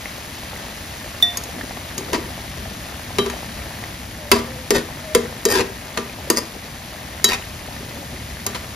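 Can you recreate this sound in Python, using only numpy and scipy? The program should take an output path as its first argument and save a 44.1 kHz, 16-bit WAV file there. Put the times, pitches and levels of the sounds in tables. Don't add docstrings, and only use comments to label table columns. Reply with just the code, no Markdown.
import sys
import numpy as np
from scipy import signal
from scipy.fft import rfft, irfft, next_fast_len
from scipy.io import wavfile
from scipy.ndimage import map_coordinates

SR = 44100
rng = np.random.default_rng(int(sys.argv[2]) if len(sys.argv) > 2 else 0)


def file_out(sig):
    cols = np.atleast_2d(sig).T
    lim = np.clip(cols, -1, 1)
    pcm = np.round(lim * 32767).astype(np.int16)
    wavfile.write(sys.argv[1], SR, pcm)


N = 385875

# time_s, rumble_db, bubbling_db, fizz_db
BOIL_LEVELS = [(0.0, -41.5, -39, -39), (3.73, -37, -38, -39), (4.12, -38, -41, -40.5),
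               (5.34, -39.5, -38, -40.5), (6.8, -41, -40, -41), (7.95, -38.5, -39, -40),
               (8.75, -39.5, -40.5, -40)]
# freq_hz, level_db, t60_s
BOOM_MODES = [(210, -7.5, 0.26), (236.1, -5, 0.37)]
# freq_hz, level_db, t60_s
FLOOR_MODES = [(336, -0.5, 0.09), (386.4, 0, 0.12), (407.7, -1, 0.17), (443.5, -6, 0.24),
               (458.7, -0.5, 0.14), (498, -1.5, 0.13), (645, -6.5, 0.13)]
# freq_hz, level_db, t60_s
WALL_MODES = [(736, -11, 0.11), (973, -2, 0.2), (996, -0.5, 0.12), (1108, -7, 0.14), (1178, -2.5, 0.18),
              (1340, -3.5, .1), (1570, -16, .1), (1838, -2, 0.082), (1960, -12, 0.062), (2134, -6, 0.081),
              (2546, -2.5, 0.043), (2640, 0, 0.069)]
# freq_hz, level_db, t60_s
BOWL_MODES = [(4713, 3.5, 0.075), (5200, 1, 0.021), (5100, 2, 0.031), (5570, -20, 0.14), (6614, 4, 0.04),
              (7460, 5.5, 0.057), (9500, 0, .03), (10450, -1.5, 0.037), (11770, -1.5, .04),
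              (13640, -6.5, 0.036)]
# freq_hz, level_db
CLACK_SPECTRUM = [(100, -3.5), (250, -5), (700, 0), (1050, 1), (1450, 2), (1850, 4), (2200, 0), (2550, -1),
                  (3300, 0.5), (5000, -3.5), (7000, -5.5), (11500, -14.5), (15500, -52)]


def amp(db):
    return 10 ** (np.asarray(db) / 20)


def unit(x):
    return x / np.sqrt(np.mean(x ** 2) + 1e-20)


def noise(n=N):
    return rng.standard_normal((2, n))


def along(points, hz):
    freq_hz, values = np.transpose(points)
    return np.interp(np.log(hz + 1), np.log(freq_hz + 1), values)


def curves(rows):
    time_s, *columns = np.transpose(rows)
    return [np.interp(np.arange(N) / SR, time_s, column) for column in columns]


def wobble(rate_hz):
    knots = rng.standard_normal(int(N * rate_hz / SR) + 4)
    return map_coordinates(knots, [np.arange(N) * rate_hz / SR])


def swell_at(start_s, length_s):
    return np.sin(np.pi * np.clip((np.arange(N) / SR - start_s) / length_s, 0, 1))


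def filtered(x, response):
    n = x.shape[-1]
    n_fft = next_fast_len(n + 8192)
    return irfft(rfft(x, n_fft) * response(np.fft.rfftfreq(n_fft, 1 / SR)), n_fft)[..., :n]


def spread(pair, spectrum):
    # freq_hz, coherence
    likeness = [(100, .99), (260, .97), (450, .8), (1000, .58), (1500, .1), (1800, .94), (3000, .65),
                (6400, .66), (8300, .98), (10000, .8), (11800, .93), (14000, .65)]

    def response(hz):
        angle = np.arccos(np.clip(along(likeness, hz), -1, 1)) / 2
        return amp(along(spectrum, hz)) * [np.cos(angle), np.sin(angle)]

    mid, side = filtered(pair, response)
    return unit(np.array([mid + side, mid - side]))


def add(track, start_s, sound):
    part = track[:, max(round(start_s * SR), 0):][:, :sound.shape[-1]]
    part += sound[..., :part.shape[1]]


def ring(modes, scatter_rad, centre_hz=None, focus_db=0, detune=0):
    hz, db, t60_s = np.transpose(modes)[:, :, None]
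    t = np.arange(SR // 2) / SR
    if centre_hz:
        db = db + focus_db * np.exp(-(np.log(hz / centre_hz) / 0.079) ** 2)
    gains = amp(db + rng.standard_normal(hz.shape))
    hz = hz * (1 + detune * rng.uniform(-0.95, 1, hz.shape))
    phase = rng.uniform(0, 2 * np.pi, hz.shape) + scatter_rad * rng.standard_normal((2,) + hz.shape)
    waves = gains * amp(-60 * t / t60_s) * np.sin(2 * np.pi * hz * t + phase)
    return waves.sum(axis=1) / np.linalg.norm(gains)


def bubbles(per_s, pitch_hz, octaves, decay_cycles, spread_db, glide, samples):
    when, pitch_a, pitch_b, size, bearing = rng.random((int(per_s * N / SR), 5)).T[:, :, None]
    hz = pitch_hz * 2 ** (octaves * (pitch_a + pitch_b - 1))
    strength = amp(-spread_db * np.log(np.maximum(size, .012)))
    cycles = hz * np.arange(samples) / SR
    age = cycles / decay_cycles
    rise = 1 + glide * (1 - np.exp(-age / 2))
    waves = strength * np.sqrt(hz) * np.exp(-age) * np.sin(2 * np.pi * cycles * rise)
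    index = ((when * N).astype(int) + np.arange(samples)).ravel()
    gains = np.cos(2 * np.pi * bearing), np.sin(2 * np.pi * bearing)
    return unit(np.array([np.bincount(index, (waves * g).ravel(), N + samples)[:N] for g in gains]))


def contact_levels(mix_db, depth, hardness):
    return np.array(mix_db) + [0, 6 * depth, 18 * depth, 0, 30 * hardness]


def kitchen_echo(x):
    # freq_hz, t60_s
    decay = [(200, 0.28), (2000, 0.49), (12000, 0.24)]
    hz, t, bins = signal.stft(noise(SR // 2), SR, nperseg=256)
    tail = signal.istft(bins * amp(-60 * t / along(decay, hz)[:, None]), SR, nperseg=256)[1]
    tail = spread(tail, [(100, 5), (3000, -3.5), (15000, -2.5)])
    tail = np.pad(tail / np.linalg.norm(tail[0]), ((0, 0), (SR // 200, 0)))
    return signal.fftconvolve(x, tail, axes=1)[:, :N]


def faint_tone():
    # start_s, length_s, start_hz, level_db
    swells = [(4.16, 0.19, 601, -36), (4.384, 0.3, 542, -37), (5.025, 0.18, 639, -33.5),
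              (7.795, 0.34, 602, -43)]
    sag_hz_per_s = 184
    out, t = np.zeros(N), np.arange(N) / SR
    for start_s, length_s, start_hz, level_db in swells:
        hz = start_hz - sag_hz_per_s * np.clip(t - start_s, 0, length_s)
        phase = 2 * np.pi * np.cumsum(hz * (1 + .032 * wobble(90))) / SR
        out += amp(level_db + 2.6 * wobble(25)) * swell_at(start_s, length_s) * np.sin(phase)
    return out


def rumble(level_db):
    # freq_hz, level_db
    spectrum = [(20, -34), (38, -9.5), (62, 0), (100, -3), (160, -7), (240, -7), (400, -22.5), (900, -29),
                (4000, -100)]
    return amp(level_db + 2.5 + .9 * wobble(6)) * spread(noise(), spectrum)


def fizz(level_db):
    # freq_hz, level_db
    spectrum = [(600, 1.5), (2000, 6), (3000, 4), (4000, 1.5), (5500, -1.5), (8000, -2.5), (11000, -1.5),
                (12500, -4.5), (14500, -3.5), (15500, -31)]
    spits = bubbles(per_s=2500, pitch_hz=6780, octaves=0.93, decay_cycles=0.88,
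                    spread_db=-1.5, glide=0, samples=48)
    return amp(level_db + 3 + 0.083 * wobble(22)) * spread(noise() + .8 * spits, spectrum)


def bubbling(level_db):
    # freq_hz, level_db
    spectrum = [(150, -17), (330, 3), (430, -3.5), (600, 5.5), (1000, -2.5), (1500, -5.5), (1880, -1),
                (2500, -5.5), (3500, -8), (7000, -17)]
    pops = bubbles(per_s=600, pitch_hz=1650, octaves=1.5, decay_cycles=1,
                   spread_db=3, glide=.05, samples=256)
    simmer = noise() + .52 * pops
    return amp(level_db + 0.14 + 1.5 * wobble(8.3)) * spread(simmer, spectrum)


def slosh():
    # start_s, length_s, level_db
    shoves = [(1.41, 0.344, -37), (1.92, 0.41, -33.5), (2.48, 0.23, -42), (6.1, 0.56, -43),
              (7.5, 0.82, -45)]
    rocking_db = -50.5
    gulps = bubbles(per_s=110, pitch_hz=296.6, octaves=1.42, decay_cycles=2.96,
                    spread_db=2.5, glide=.2, samples=2400)
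    motion = amp(rocking_db) + sum(amp(db) * swell_at(start_s, length_s) for start_s, length_s, db in shoves)
    return motion * spread(gulps, [(70, 9), (150, 5.5), (900, 5.5), (2500, -10), (9000, -40)])


def bursts():
    # start_s, level_db, pitch_hz
    big = [(0.057, -18.5, 2100), (0.562, -24, 1990), (1.044, -22, 600), (1.611, -16.5, 1760),
           (1.709, -19, 775), (1.772, -21, 675), (3.839, -21, 1900), (7.765, -24, 1840)]
    small = [(when * N / SR, -26.5, 1510 * 2 ** (2 * pitch - 1)) for when, pitch in rng.random((8, 2))]
    out, t = np.zeros((2, N)), np.arange(SR // 20) / SR
    for start_s, level_db, pitch_hz in big + small:
        cavity = np.sin(2 * np.pi * pitch_hz * t * (1 + 3 * t))
        snap = spread(noise(len(t)), [(200, 3), (700, 0), (2200, 0), (8000, -34)])
        add(out, start_s, amp(level_db - 1) * (cavity + .5 * snap) * np.exp(-t / .003))
    return out


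def dish_clink():
    # freq_hz, level_db, t60_s
    dish_modes = [(700, -25, 0.79), (1888, -23, 0.31), (3550, -0.5, 0.17), (3640, -10, 0.04),
                  (5640, -21.5, 0.12), (8400, -27, .08), (11400, -17.5, 0.048), (14600, -24, 0.045)]
    out, t = np.zeros((2, N)), np.arange(SR // 2) / SR
    note = ring(dish_modes, scatter_rad=.15) * (1 - np.exp(-t / .0008))
    tick = noise(len(t)) * np.exp(-t / 0.005)
    add(out, start_s=1.2245, sound=amp([[-6], [0]]) * (amp(1.5) * note + amp(-15) * tick))
    return out


def scrapes():
    # start_s, length_s, level_db, depth, hardness, wall_hz
    drags = [(2.123, 0.039, -25, 0.4, 0.2, 980), (4.333, 0.077, -34.5, 1, 0.59, 1100),
             (4.729, 0.073, -24.5, 0.74, 0.49, 1750), (5.482, 0.067, -25.5, 0.7, 0.71, 1830),
             (5.528, 0.071, -22.5, 0.88, 0.49, 990), (5.582, .036, -22.5, 0.89, 0.24, 2580),
             (6.362, 0.037, -29, 0.73, 0.93, 1090), (7.277, 0.03, -26.5, 0.45, 0.64, 1830),
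             (7.301, .052, -22.5, 0.02, .33, 2580), (8.544, 0.017, -26.5, 0.23, .2, 1340)]
    # rasp_db, boom_db, floor_db, wall_db, bowl_db
    mix_db = (-1, -17, -13.5, -2.5, -19.5)
    slips_per_s = 450
    out, t = np.zeros((2, N)), np.arange(SR // 2) / SR
    damping = np.exp(-t / 0.023)
    for start_s, length_s, level_db, depth, hardness, wall_hz in drags:
        pressure = np.sin(np.pi * np.clip(t / length_s, 0, 1)).clip(0) ** .7
        slipping = rng.random(len(t)) < slips_per_s / SR
        slips = pressure * slipping * rng.uniform(.15, 1, len(t)) * rng.choice([-1, 1], len(t))
        rasp = spread(noise(len(t)), CLACK_SPECTRUM) * np.exp(-t / 0.0074)
        boom = ring(BOOM_MODES, scatter_rad=0.11) * damping
        floor = ring(FLOOR_MODES, scatter_rad=0.21, centre_hz=480, focus_db=3.5) * damping
        wall = ring(WALL_MODES, scatter_rad=.8, centre_hz=wall_hz, focus_db=9, detune=.01) * damping
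        bowl = ring(BOWL_MODES, scatter_rad=.4, centre_hz=4850, focus_db=3, detune=.012)
        bowl *= np.exp(-t / .0025)
        levels_db = level_db + contact_levels(mix_db, depth, hardness)
        for db, body in zip(levels_db, (rasp, boom, floor, wall, bowl)):
            shaken = signal.fftconvolve(slips[None], body, axes=1)[:, :len(t)]
            add(out, start_s, amp(db) * unit(shaken) * np.sqrt(length_s / t[-1]))
    return out


def knocks():
    # start_s, level_db, depth, hardness, floor_hz, wall_hz, grip_looseness
    blows = [(1.372, -22, 0, 0.83, 495, 1870, 0), (1.437, -38, .25, 0.97, 340, 800, 0),
             (1.980, -26, 0.81, 0.85, 366, 1190, 0.3), (2.132, -13.5, 0.77, 0.3, 340, 1000, 0.1),
             (3.185, -9, 0.67, .12, 396, 1190, 0.43), (3.261, -19, 0.73, 0.15, 383, 1180, 0.14),
             (3.299, -20, .25, .33, 412, 1940, 0.1), (4.316, 1.5, .28, 0.41, 397, 1065, 0),
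             (4.706, -8, 0.92, 0.51, 410, 1840, 0), (5.149, -6, 0.83, 0.46, 482, 2130, 0.06),
             (5.453, -13, 1, .72, 437, 1830, 0.22), (5.974, -10.5, 0.37, 0.06, 544, 1090, 0.05),
             (6.301, -9, 0.73, 0.63, 333, 1090, 0), (7.243, -8.5, 0.2, 0.82, 400, 1810, 1),
             (8.465, -16.5, .15, 0.67, 422, 1250, 0.13)]
    # clack_db, boom_db, floor_db, wall_db, bowl_db
    mix_db = (-5.5, -17.5, -12, -8, -18.5)
    # freq_hz, level_db, t60_s
    handle_modes = [(3141, -0.5, 0.31), (3900, 0.5, 0.36)]
    out, t = np.zeros((2, N)), np.arange(SR // 2) / SR
    onset = 1 - np.exp(-t / .0025)
    choke = np.exp(-(t / .065) ** 4)
    for start_s, level_db, depth, hardness, floor_hz, wall_hz, looseness in blows:
        clack_db, boom_db, floor_db, wall_db, bowl_db = level_db + contact_levels(mix_db, depth, hardness)
        clack = spread(noise(len(t)), CLACK_SPECTRUM) * (np.exp(-t / 0.0063) + 0.084 * np.exp(-t / 0.045))
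        edge = spread(noise(len(t)), [(3500, -36), (4800, 3), (12000, -0.5), (16000, -17)])
        edge *= np.exp(-t / 0.0042)
        boom = ring(BOOM_MODES, scatter_rad=0.096)
        floor = ring(FLOOR_MODES, scatter_rad=0.31, centre_hz=floor_hz, focus_db=10.5)
        wall = ring(WALL_MODES, scatter_rad=.8, centre_hz=wall_hz, focus_db=8, detune=.01)
        bowl = ring(BOWL_MODES, scatter_rad=.5, centre_hz=6700, focus_db=-0.66 * level_db, detune=.005)
        handle = ring(handle_modes, scatter_rad=0.32, centre_hz=3903, focus_db=bowl_db / 2 + 11.5)
        pan = onset * (amp(boom_db) * boom + amp(floor_db) * floor) + amp(wall_db) * wall
        spoon = amp(bowl_db) * (bowl + edge) + looseness * amp(level_db - 2) * choke * handle
        add(out, start_s, amp(clack_db) * clack + pan + spoon)
    return out


def scene():
    pan, dish = knocks() + scrapes(), dish_clink()
    echo = kitchen_echo(amp(-12) * pan + amp(-17) * dish)
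    rumble_db, bubbling_db, fizz_db = curves(BOIL_LEVELS)
    boil = fizz(fizz_db) + bubbling(bubbling_db) + rumble(rumble_db)
    return boil + slosh() + bursts() + faint_tone() + pan + dish + echo


def record(dry):
    # freq_hz, lead_rad
    lead = [(100, 0), (1400, .5), (1850, .05), (3000, 1), (4900, .45), (6200, -.9), (7700, -2.75),
            (8700, -3.2), (11000, -5.9), (12500, -6.4), (15000, -9)]
    # freq_hz, level_db
    tilt = [(60, 0.5), (400, 2), (720, 4), (1500, 1), (2800, 2), (4200, 4.5), (6000, 2), (8000, 0)]
    sides = np.array([[1], [-1]]) / 2
    ports = filtered(dry, lambda hz: amp(sides * along(tilt, hz)) * np.exp(1j * sides * along(lead, hz)))
    clipped = ports / (1 + np.abs(ports) ** 6) ** (1 / 6)
    return filtered(clipped, lambda hz: hz < 15700)


dry = scene()
out = record(dry)
file_out(out)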